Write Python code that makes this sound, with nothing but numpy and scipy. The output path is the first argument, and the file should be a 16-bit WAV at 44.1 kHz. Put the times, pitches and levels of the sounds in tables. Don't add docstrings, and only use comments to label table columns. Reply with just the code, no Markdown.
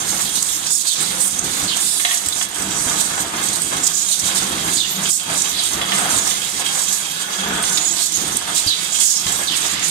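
import sys
import numpy as np
from scipy import signal
from scipy.fft import rfft, irfft
from scipy.io import wavfile
from scipy.ndimage import uniform_filter1d

SR = 44100
rng = np.random.default_rng(int(sys.argv[2]) if len(sys.argv) > 2 else 0)


def persist_wave(psi):
    counts = np.round(np.clip(psi, -1, 1) * 32767).astype(np.int16)
    wavfile.write(sys.argv[1], SR, np.atleast_2d(counts).T)


N = 436590
T = np.arange(N) / SR


def undb(db):
    return np.exp(np.asarray(db) * (np.log(10) / 20))


def unit(x):
    return x / np.sqrt(np.mean(x ** 2))


def colour(x, points):
    hz, db = np.transpose(points)
    f = np.fft.rfftfreq(N, 1 / SR)
    return irfft(rfft(x) * undb(np.interp(np.log(f + 1), np.log(hz), db)), N)


def resonate(x, hz, *widths_hz):
    for width in widths_hz:
        x = signal.lfilter(*signal.iirpeak(min(hz, SR * .45), hz / width, fs=SR), x)
    return x


def walk(rate_hz):
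    steps = T * rate_hz
    points = rng.standard_normal(int(steps[-1]) + 2)
    return unit(np.interp(steps, np.arange(len(points)), points))


def rough(rate_hz, depth_db, ring_s):
    knocks = (rng.random(N) < rate_hz / SR) * undb(4 * np.minimum(rng.exponential(size=N), 3))
    clatter = unit(signal.lfilter([1], [1, -np.exp(-1 / (ring_s * SR))], knocks))
    return unit(np.sqrt(1 + (undb(depth_db) * clatter) ** 2))


def add(track, s, sound):
    i = int(s * SR)
    first, last = max(i, 0), min(i + sound.shape[-1], N)
    if last > first:
        track[..., first:last] += sound[..., first - i:last - i]


def burst():
    return T[:SR // 2], rng.standard_normal((2, SR // 2))


def envelope(t, length_s, attack_s, release_s):
    return np.minimum(t / attack_s, 1) * np.exp(-np.maximum(t - length_s, 0) / release_s)


def power(events, attack_s, release_s):
    out = np.zeros(N)
    for s, length_s, db in events:
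        add(out, s, (undb(db) * envelope(T[:SR], length_s, attack_s, release_s)) ** 2)
    return out


def lulls(events, release_s, attack_s=0.013):
    out = np.zeros(N)
    for s, length_s, db in events:
        add(out, s, db * envelope(T[:SR], length_s, attack_s, release_s))
    return out


def hall(x, t60_s=0.43):
    t, noise = burst()
    tail = noise * np.exp(-np.log(1000) * t / t60_s) * (t > .008)
    return signal.fftconvolve(x, tail / np.sqrt(np.sum(tail[0] ** 2)), axes=1)[:, :N]


def scattered_noise(ring_s, direct, rate_hz):
    source, out = rng.standard_normal((1, N)), 0
    for _ in range(2):
        t, noise = burst()
        paths = rfft((noise * np.exp(-t / ring_s))[:, :2048])
        paths /= np.sqrt(uniform_filter1d(np.abs(paths) ** 2, size=16, axis=1))
        out = out + walk(rate_hz) * signal.oaconvolve(source, irfft(paths), axes=1)[:, :N]
    steady = out / np.sqrt(uniform_filter1d(out ** 2, size=2048, axis=1))
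    return unit(steady + direct * rng.standard_normal((2, N)))


# roar/dB, rumble/dB
DRIVE_SURGES = [(-29, -35), (-29.5, -33.5), (-28, -40.5), (-27.5, -33.5), (-23.5, -34), (-24.5, -30),
                (-35.5, -43)]
# t/s, length/s, roar/dB, rumble/dB
MACHINE_STROKES = [(0.964, .1, -33.5, -34), (1.08, 0.056, -27, -33), (2.567, 0.37, -28, -33),
                   (3.307, 0.14, -26.5, -33), (3.692, 0.037, -27, -34.5), (4.146, 0.45, -30, -36),
                   (4.618, 0.053, -37, -30), (4.946, 0.078, -29.5, -34.5), (5.247, 0.14, -29, -36),
                   (5.698, 0.47, -26.5, -34), (6.554, 0.33, -30.5, -39.5), (8.144, 0.037, -26.5, -32.5),
                   (8.457, 0.044, -28, -37), (9.242, 0.08, -30, -36.5), (9.547, 0.54, -33, -41)]

def workload(idle_db, column, first_s=-0.22, period_s=1.511, surge_s=0.37):
    surges = [(first_s + k * period_s, surge_s, db[column]) for k, db in enumerate(DRIVE_SURGES)]
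    strokes = [(s, length_s, db[column]) for s, length_s, *db in MACHINE_STROKES]
    busy = power(surges, attack_s=0.15, release_s=0.18) + power(strokes, attack_s=0.04, release_s=0.18)
    return 10 * np.log10(undb(idle_db) ** 2 + busy)


# t/s, length/s, depth/dB
DIN_DIPS = [(.715, 0.21, -5.5), (1.25, 0.27, -1.5), (3.92, 0.3, -4), (4.74, 0.14, -1.5),
            (5.095, 0.067, -10.5), (6.48, 0.034, -1), (6.92, 0.3, -1), (8.02, 0.081, -3.5)]

def din_gain():
    return undb(lulls(DIN_DIPS, release_s=0.032))


# f/Hz, width/Hz, gain/dB
FRAME_MODES = [(166.5, 6.8, 1.5), (192, 11.6, 3.5), (312, 24, -10), (508, 12, -16)]
# f/Hz, level/dB
RUMBLE_SPECTRUM = [(20, -18), (45, -8), (75, -1.5), (125, -0.5), (180, -3.5), (260, 2), (340, 2), (450, -5),
                   (700, -34), (2000, -58)]

def drives(db):
    mid = rng.standard_normal(N)
    side = colour(rng.standard_normal(N), [(30, -8), (80, -13), (180, -14.5), (320, -12.5), (550, 0.5)])
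    shake = np.array([mid + side, mid - side])
    force = undb(db) * rough(rate_hz=30, depth_db=-6, ring_s=.018)
    frame = sum(undb(g + 2.5 * walk(6)) * resonate(shake, hz, width) for hz, width, g in FRAME_MODES)
    rumble = undb(-3 + 2 * walk(7.7)) * unit(colour(shake, RUMBLE_SPECTRUM))
    return force * (rumble + undb(-4) * unit(frame))


# f/Hz, level/dB
ROAR_SPECTRUM = [(150, -39), (350, -6.5), (560, -3.5), (700, 0), (1400, 1), (2000, -3.5), (2800, -7.5),
                 (4500, -25), (7000, -15), (15000, -41)]
# f/Hz, width/Hz, level/dB
GEAR_BANDS = [(1692, 45, -50), (3400, 700, -40)]

def roar(db, gears_db=-2.5):
    din = scattered_noise(ring_s=0.0095, direct=0.87, rate_hz=7)
    din *= rough(rate_hz=62, depth_db=0, ring_s=0.031)
    gears = sum(undb(g + 3.5 * walk(7)) * unit(resonate(din, hz, width, 2 * width))
                for hz, width, g in GEAR_BANDS)
    whine = undb(gears_db + db - db.mean()) * gears * undb([[-7], [0]])
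    return undb(db) * unit(colour(din, ROAR_SPECTRUM)) + whine


def linkages(db, count=170, gain_db=-3, spread_db=2, ring_s=0.0065):
    out, t = np.zeros((2, N)), T[:SR // 8]
    for when, size, side, *pitches in rng.random((count, 9)):
        modes = sum(np.sin(2 * np.pi * (600 * 5.5 ** p * t + rng.random((2, 1)))) for p in pitches)
        clack = undb(gain_db - spread_db * size) * modes * envelope(t, 0, 0.0012, ring_s)
        add(out, when * T[-1], clack * np.sqrt([[side], [1 - side]]))
    return undb(db) * out


# f/Hz, level/dB
BED_MODES = [(80, 2), (120, 2), (185, 1), (280, 3.5)]
# t/s, level/dB
SLIDE_THUMPS = [(.24, -38), (1.46, -36), (1.627, -31.5), (2.26, -35), (2.86, -32), (3.2, -35),
                (4.23, -39.5), (4.67, -39), (4.76, -35), (5.349, -39), (5.748, -35), (6.16, -31.5),
                (8.661, -32), (9.259, -34)]

def thumps(attack_s=0.0035, ring_s=0.025, scatter_db=2, detune=0.067):
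    out, t = np.zeros(N), T[:SR // 2]
    for s, db in SLIDE_THUMPS:
        boom = 0
        for hz, mode_db in BED_MODES:
            size, shift, phase = rng.standard_normal(3)
            cycles = hz * (1 + detune * shift) * t + phase
            boom += undb(mode_db + scatter_db * size) * np.sin(2 * np.pi * cycles)
        add(out, s, undb(db) * boom * envelope(t, attack_s, attack_s, ring_s))
    return out


# f/Hz, width/Hz, gain/dB
FEED_MODES = [(1490, 110, -1), (1682, 57, -2), (3370, 160, 0)]
# t/s, length/s, level/dB
FEED_PULLS = [(7.13, 0.36, -37), (7.37, 0.385, -31.5)]

def pulls():
    noise = rng.standard_normal((2, N))
    drone = sum(undb(db + 1.8 * walk(12)) * unit(resonate(noise, hz, width, 3 * width))
                for hz, width, db in FEED_MODES)
    return np.sqrt(power(FEED_PULLS, attack_s=0.02, release_s=0.027)) * drone * undb([[-3], [0]])


# f/Hz, level/dB
RASP_SPECTRUM = [(1200, -22), (2200, -9), (2800, -8), (3300, 0), (4200, -7), (4900, -6), (5400, -11.5),
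                 (8000, -45)]

def rollers(air_db, level_db=-24, follow=0.24):
    catches = scattered_noise(ring_s=0.0065, direct=0.28, rate_hz=9)
    catches *= rough(rate_hz=24, depth_db=-1.5, ring_s=0.031)
    return undb(level_db + follow * (air_db - air_db.mean())) * unit(colour(catches, RASP_SPECTRUM))


def jingle(count=90, spread_db=8, ring_s=0.0074):
    out, t = np.zeros((2, N)), T[:SR // 8]
    for when, pitch, size, side in rng.random((count, 4)):
        hz = 6800 + 6500 * pitch ** 2
        ping = np.sin(2 * np.pi * hz * t) * envelope(t, .003, .003, ring_s)
        db = -27.5 - 8 * pitch + spread_db * size
        add(out, when * T[-1], undb(db) * ping * np.array([[.5 + side], [1]]))
    return out


# t/s, level/dB, f/Hz
SLIDE_SQUEAKS = [(1.575, -29, 12700), (2.11, -18.5, 10640), (4.9, -20, 12900), (5.48, -27, 12800),
                 (9.365, -29, 12900)]

def squeaks(rise_s=0.017, width_hz=250):
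    out = np.zeros((2, N))
    for s, db, hz in SLIDE_SQUEAKS:
        t, noise = burst()
        add(out, s, undb(db) * np.exp(-(t / rise_s - 1) ** 2) * unit(resonate(noise, hz, width_hz)))
    return out * undb([[0], [-7]])


# f/Hz, gain/dB
WIRE_MODES = [(3560, 2), (3910, -2), (4285, -4), (4660, -4), (5040, -0.5), (5460, 1), (5880, -5), (6309, 1),
              (6765, 5), (7236, 0), (7710, 3), (8190, 0.5), (8742, -2.5), (9220, -1.5), (10292, -0.5)]

def wire(push, width_hz=55):
    return sum(undb(db + 3.5 * walk(6)) * resonate(push, hz, width_hz) for hz, db in WIRE_MODES)


# t/s, length/s, level/dB, brightest f/Hz, rasp re ring/dB
SCRAPES_AND_HISSES = [(0.655, 0.11, -24.5, 5450, -2), (0.699, 0.082, -24.5, 8000, 11.5),
                      (0.95, 0.1, -33, 4000, 11.5), (1.798, .23, -22, 8640, 5.5),
                      (1.817, 0.16, -25.5, 4270, -2), (3.828, .03, -17, 7400, 1),
                      (3.932, 0.045, -19.5, 6960, 4), (3.969, .07, -21, 7000, 2),
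                      (4.345, 0.043, -23, 8200, 8.5), (4.352, 0.044, -26.5, 4400, 8.5),
                      (5.026, .025, -21.5, 6750, -4), (5.086, 0.072, -18, 7850, 5),
                      (7.711, 0.075, -22.5, 6550, -6), (7.837, 0.073, -16, 7400, -10),
                      (8.994, 0.13, -15, 7150, 8.5), (9.066, 0.11, -19.5, 6260, 5),
                      (1.449, 0.44, -35.5, 2700, 4.5), (6.171, 0.11, -20.5, 6560, -8),
                      (7.96, 0.082, -28, 4500, 5), (8.555, 0.041, -27.5, 4030, 9.5),
                      (8.719, .14, -38, 2660, 9), (9.529, .35, -35, 2600, 11.5)]

def scrapes_and_hisses(detune=0.006, catch_db=1, width_hz=45,
                       attack_s=0.0084, release_s=0.015, ring_s=0.039):
    out = np.zeros((2, N))
    for s, length_s, db, hz, rasp_db in SCRAPES_AND_HISSES:
        t, noise = burst()
        push = resonate(noise, hz, 1470)
        modes = 0
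        for f, mode_db in WIRE_MODES:
            mode = resonate(push, f * (1 + detune * rng.uniform(-1, 1)), width_hz)
            modes += undb(mode_db) * resonate(mode, f, 300)
        ring = unit(modes) * envelope(t, length_s, attack_s, ring_s)
        rasp = unit(resonate(noise, hz, 3000, 4800)) * envelope(t, length_s, attack_s, release_s)
        add(out, s, undb(db) * (ring + undb(rasp_db) * rasp))
    return out * unit(undb(catch_db * walk(110)))


# t/s, level/dB, brightest f/Hz, t60/s
HANGER_CLINKS = [(2.261, -13, 7700, 0.057), (2.286, -10, 7700, 0.035), (2.324, -15.5, 3870, 0.051),
                 (3.619, -13, 8950, 0.16), (5.636, -14, 7000, 0.12), (5.985, -14, 8400, 0.068),
                 (7.626, -14, 8600, .15), (7.776, -13, 3700, 0.065), (9.321, -13, 7350, 0.084)]

def clinks(scatter_db=4, detune=0.0123, reach_octaves=0.11, tick_db=-3, tick_s=0.0069):
    out = np.zeros((2, N))
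    for s, db, hz, t60_s in HANGER_CLINKS:
        t, noise = burst()
        ring = 0
        for f, _ in WIRE_MODES:
            size, shift = rng.standard_normal(2)
            gain = undb(scatter_db * size) / (1 + (np.log2(f / hz) / reach_octaves) ** 4)
            cycles = f * (1 + detune * shift) * t + rng.standard_normal((2, 1))
            ring += gain * np.sin(2 * np.pi * cycles)
        tick = unit(resonate(noise, hz, 0.38 * hz)) * np.exp(-t / tick_s)
        add(out, s, undb(db) * (unit(ring) * np.exp(-np.log(1000) * t / t60_s) + undb(tick_db) * tick))
    return out


# f/Hz, level/dB
DIE_MODES = [(700, -1.5), (1100, -2), (1830, -1.5), (2100, -5), (2650, -9), (2950, -1.5), (3295, -0.5),
             (3470, 2), (3970, 0)]
# t/s, level/dB, brightest f/Hz, t60/s
TOOL_BLOWS = [(1.997, -16, 2500, 0.085), (2.049, -5.5, 2700, 0.077), (2.11, -12.5, 2770, 0.081),
              (2.411, -15, 2000, 0.057), (5.814, -14.5, 2870, 0.087), (5.919, -13.5, 2460, 0.17),
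              (6.311, -16, 3140, 0.076), (7.637, -13, 3040, 0.028), (7.776, -27, 4000, 0.066),
              (8.578, -24, 3600, 0.11), (9.267, -16, 4400, 0.1)]

def blows(scatter_db=3.5, detune=0.0198, reach_octaves=0.85, rattle_db=-3, crack_db=-8):
    out = np.zeros((2, N))
    for s, db, hz, t60_s in TOOL_BLOWS:
        t, noise = burst()
        ring = 0
        for f, mode_db in DIE_MODES:
            size, shift = rng.standard_normal(2)
            gain = undb(mode_db + scatter_db * size) / np.hypot(1, np.log2(f / hz) / reach_octaves)
            cycles = f * (1 + detune * shift) * t + rng.standard_normal((2, 1))
            ring += gain * np.sin(2 * np.pi * cycles)
        rattle = undb(rattle_db) * unit(resonate(noise, hz, hz, 2 * hz))
        decay = (1 - np.exp(-t / 0.00038)) * np.exp(-np.log(1000) * t / t60_s)
        crack = undb(crack_db) * noise * np.exp(-t / 0.0041)
        add(out, s, undb(db) * ((unit(ring) + rattle) * decay + crack))
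    return out * undb([[-5], [0]])


# t/s, level/dB, starting f/Hz, length/s
CYLINDER_VENTS = [(0.868, -15, 5000, 0.061), (1.678, -15, 4410, 0.055), (4.115, -14, 4400, 0.026),
                  (4.766, -12.5, 4900, 0.085), (5.577, -16, 4510, 0.04), (8.671, -8.5, 5020, 0.062),
                  (9.473, -14, 4200, 0.06)]

def vents(glide_s=.058, end_hz=2450, waver_hz=120, flutter_hz=280, spray_db=-10,
          echo_s=0.011, echo_db=2, tail_s=0.048, tail_db=-15):
    out = np.zeros((2, N))
    flutter_band = signal.butter(2, flutter_hz, fs=SR, output="sos")
    spray_band = signal.butter(4, [3000, 5000], "bandpass", fs=SR, output="sos")
    for s, db, start_hz, length_s in CYLINDER_VENTS:
        t, noise = burst()
        hz = end_hz + (start_hz - end_hz) * np.exp(-t / glide_s) + waver_hz * walk(139)[:len(t)]
        flutter = unit(signal.sosfilt(flutter_band, noise))
        spray = unit(signal.sosfilt(spray_band, burst()[1][0]))
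        pressure = envelope(t, length_s, 0.0017, 0.015) * np.exp(-t / 0.15)
        squeal = pressure * (flutter * np.sin(2 * np.pi * np.cumsum(hz) / SR) + undb(spray_db) * spray)
        paths = burst()[1] * (np.exp(-t / echo_s) + undb(tail_db) * np.exp(-t / tail_s))
        echo = signal.fftconvolve(squeal, paths / np.sqrt(np.sum(paths[0] ** 2)), axes=1)[:, :len(t)]
        add(out, s, undb(db) * (squeal + undb(echo_db) * echo) / np.sqrt(2))
    return out


# t/s, level/dB, f/Hz, nominal width/Hz, length/s
VALVE_SPITS = [(0.423, -5.5, 7440, 3500, 0.0054), (1.001, -16, 8340, 3000, 0.037),
               (1.201, -10.5, 8650, 2500, 0.086), (1.39, -1, 6420, 250, 0.0035),
               (1.391, -6, 8400, 600, 0.0021), (3.864, -3, 6800, 3500, 0.014),
               (4.088, -19, 6740, 2160, 0.05), (5.417, -3, 7200, 2000, 0.0046),
               (7.77, -11, 4930, 5000, 0.012), (8.134, -16, 6620, 600, 0.041),
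               (8.366, -6, 8250, 3000, 0.0059), (8.544, -14, 7700, 3000, 0.061),
               (8.92, -15.5, 7160, 2000, 0.073), (9.002, -10, 8400, 2500, 0.07),
               (9.827, -16.5, 6700, 950, 0.038)]

def spits(open_s=0.003, shut_s=0.0027):
    out = np.zeros((2, N))
    for s, db, hz, width_hz, length_s in VALVE_SPITS:
        t, noise = burst()
        opening = (1 - np.exp(-t / open_s)) * np.exp(-np.maximum(t - length_s, 0) / shut_s)
        add(out, s, undb(db) * opening * unit(resonate(noise, hz, 0.5 * width_hz, 3 * width_hz)))
    return out


# t/s, length/s, level/dB
CYCLE_PUFFS = [(0.039, 0.16, -18.5), (0.181, 0.058, -13.5), (0.328, 0.028, -11), (0.435, 0.14, -20),
               (0.757, 0.047, -17.5), (0.847, 0.04, -14.5), (1.124, 0.16, -20.5), (1.423, 0.13, -18.5),
               (1.66, 0.19, -21), (2.011, 0.14, -16.5), (2.736, 0.21, -20.5), (2.95, 0.11, -15.5)]
# t/s, length/s, level/dB
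SINGLE_PUFFS = [(0.972, 0.13, -23), (2.331, 0.1, -20), (3.406, 0.17, -18.5), (3.813, 0.073, -25),
                (4.7, 0.04, -10.5), (6.073, 0.12, -12), (6.219, 0.095, -15), (7.606, 0.26, -19),
                (8.002, 0.078, -22)]
# t/s, length/s, depth/dB
LEAK_DIPS = [(1.397, 0.077, -6), (2.45, 0.064, -11.5), (3.234, 0.095, -5), (5.18, 0.044, -18),
             (7.234, 0.61, -3), (8.393, 0.018, -17), (9.754, 0.12, -7)]

def airflow(cycle_s=3.9, leak_db=-20.5):
    cyclic = [(start + s, *rest) for start in np.arange(0, T[-1], cycle_s) for s, *rest in CYCLE_PUFFS]
    puffs = power(cyclic + list(SINGLE_PUFFS), attack_s=0.039, release_s=0.055)
    leak = undb(leak_db + lulls(LEAK_DIPS, release_s=0.038))
    return 10 * np.log10(leak ** 2 + puffs)


# f/Hz, level/dB
JET_SPECTRUM = [(1500, -26), (3000, -9), (4000, -1.5), (5300, -0.5), (6400, 1), (8800, 3.5), (9600, -1),
                (11000, -4.5), (13000, -8), (15500, -14)]

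def exhaust(db, ports_hz=(4000, 6300, 7300, 8400, 9500, 11000, 13000), width_hz=1300):
    air = scattered_noise(ring_s=0.0037, direct=0.64, rate_hz=9)
    air *= rough(rate_hz=45, depth_db=-5, ring_s=0.012)
    jet = colour(air, JET_SPECTRUM)
    ports = sum(undb(2.5 * walk(18)) * resonate(jet, hz, width_hz) for hz in ports_hz)
    return undb(db) * unit(colour(ports, [(2000, 11), (4000, 5.5), (7500, 5.85), (15000, 1.9)]))


# f/Hz, gain/dB
LEFT_SHADE = [(1200, 0.5), (3300, -12.5), (4700, -5.5), (6500, -14), (8500, -15.5), (10500, -7), (13000, 0),
              (15000, 1.5)]

def scene():
    roar_db = workload(idle_db=-33.5, column=0)
    rumble_db = workload(idle_db=-41.5, column=1)
    air_db, din = airflow(), din_gain()
    events = spits() + vents() + scrapes_and_hisses() + clinks() + jingle()
    air = exhaust(air_db) + events + undb(-8.5) * hall(events)
    rasp_rise = undb(np.interp(T, [3.2, 4.2], [-4, 0]))
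    left, right = air + undb(-7.5) * wire(air) + din * rasp_rise * rollers(air_db)
    near = np.array([colour(left, LEFT_SHADE), right])
    tools = blows() + squeaks()
    workshop = din * (roar(roar_db) + linkages(roar_db)) + np.sqrt(din) * drives(rumble_db)
    return workshop + thumps() + pulls() + tools + undb(-3) * hall(tools) + near


def record(dry, knee_db=-18, squeeze=0.64, recovery_s=0.026, ceiling=.85, top_hz=15600):
    pole = np.exp(-1 / (recovery_s * SR))
    mean_square = uniform_filter1d(np.mean(dry ** 2, axis=0), size=500)
    detected = signal.lfilter([1 - pole], [1, -pole], mean_square)
    ducked = dry * (1 + (detected / undb(knee_db) ** 2) ** 2) ** (-squeeze / 4)
    rounded = ducked / (1 + (ducked / ceiling) ** 6) ** (1 / 6)
    return signal.sosfilt(signal.ellip(10, .2, 80, top_hz, fs=SR, output="sos"), rounded)


dry = scene()
out = record(dry)
persist_wave(out)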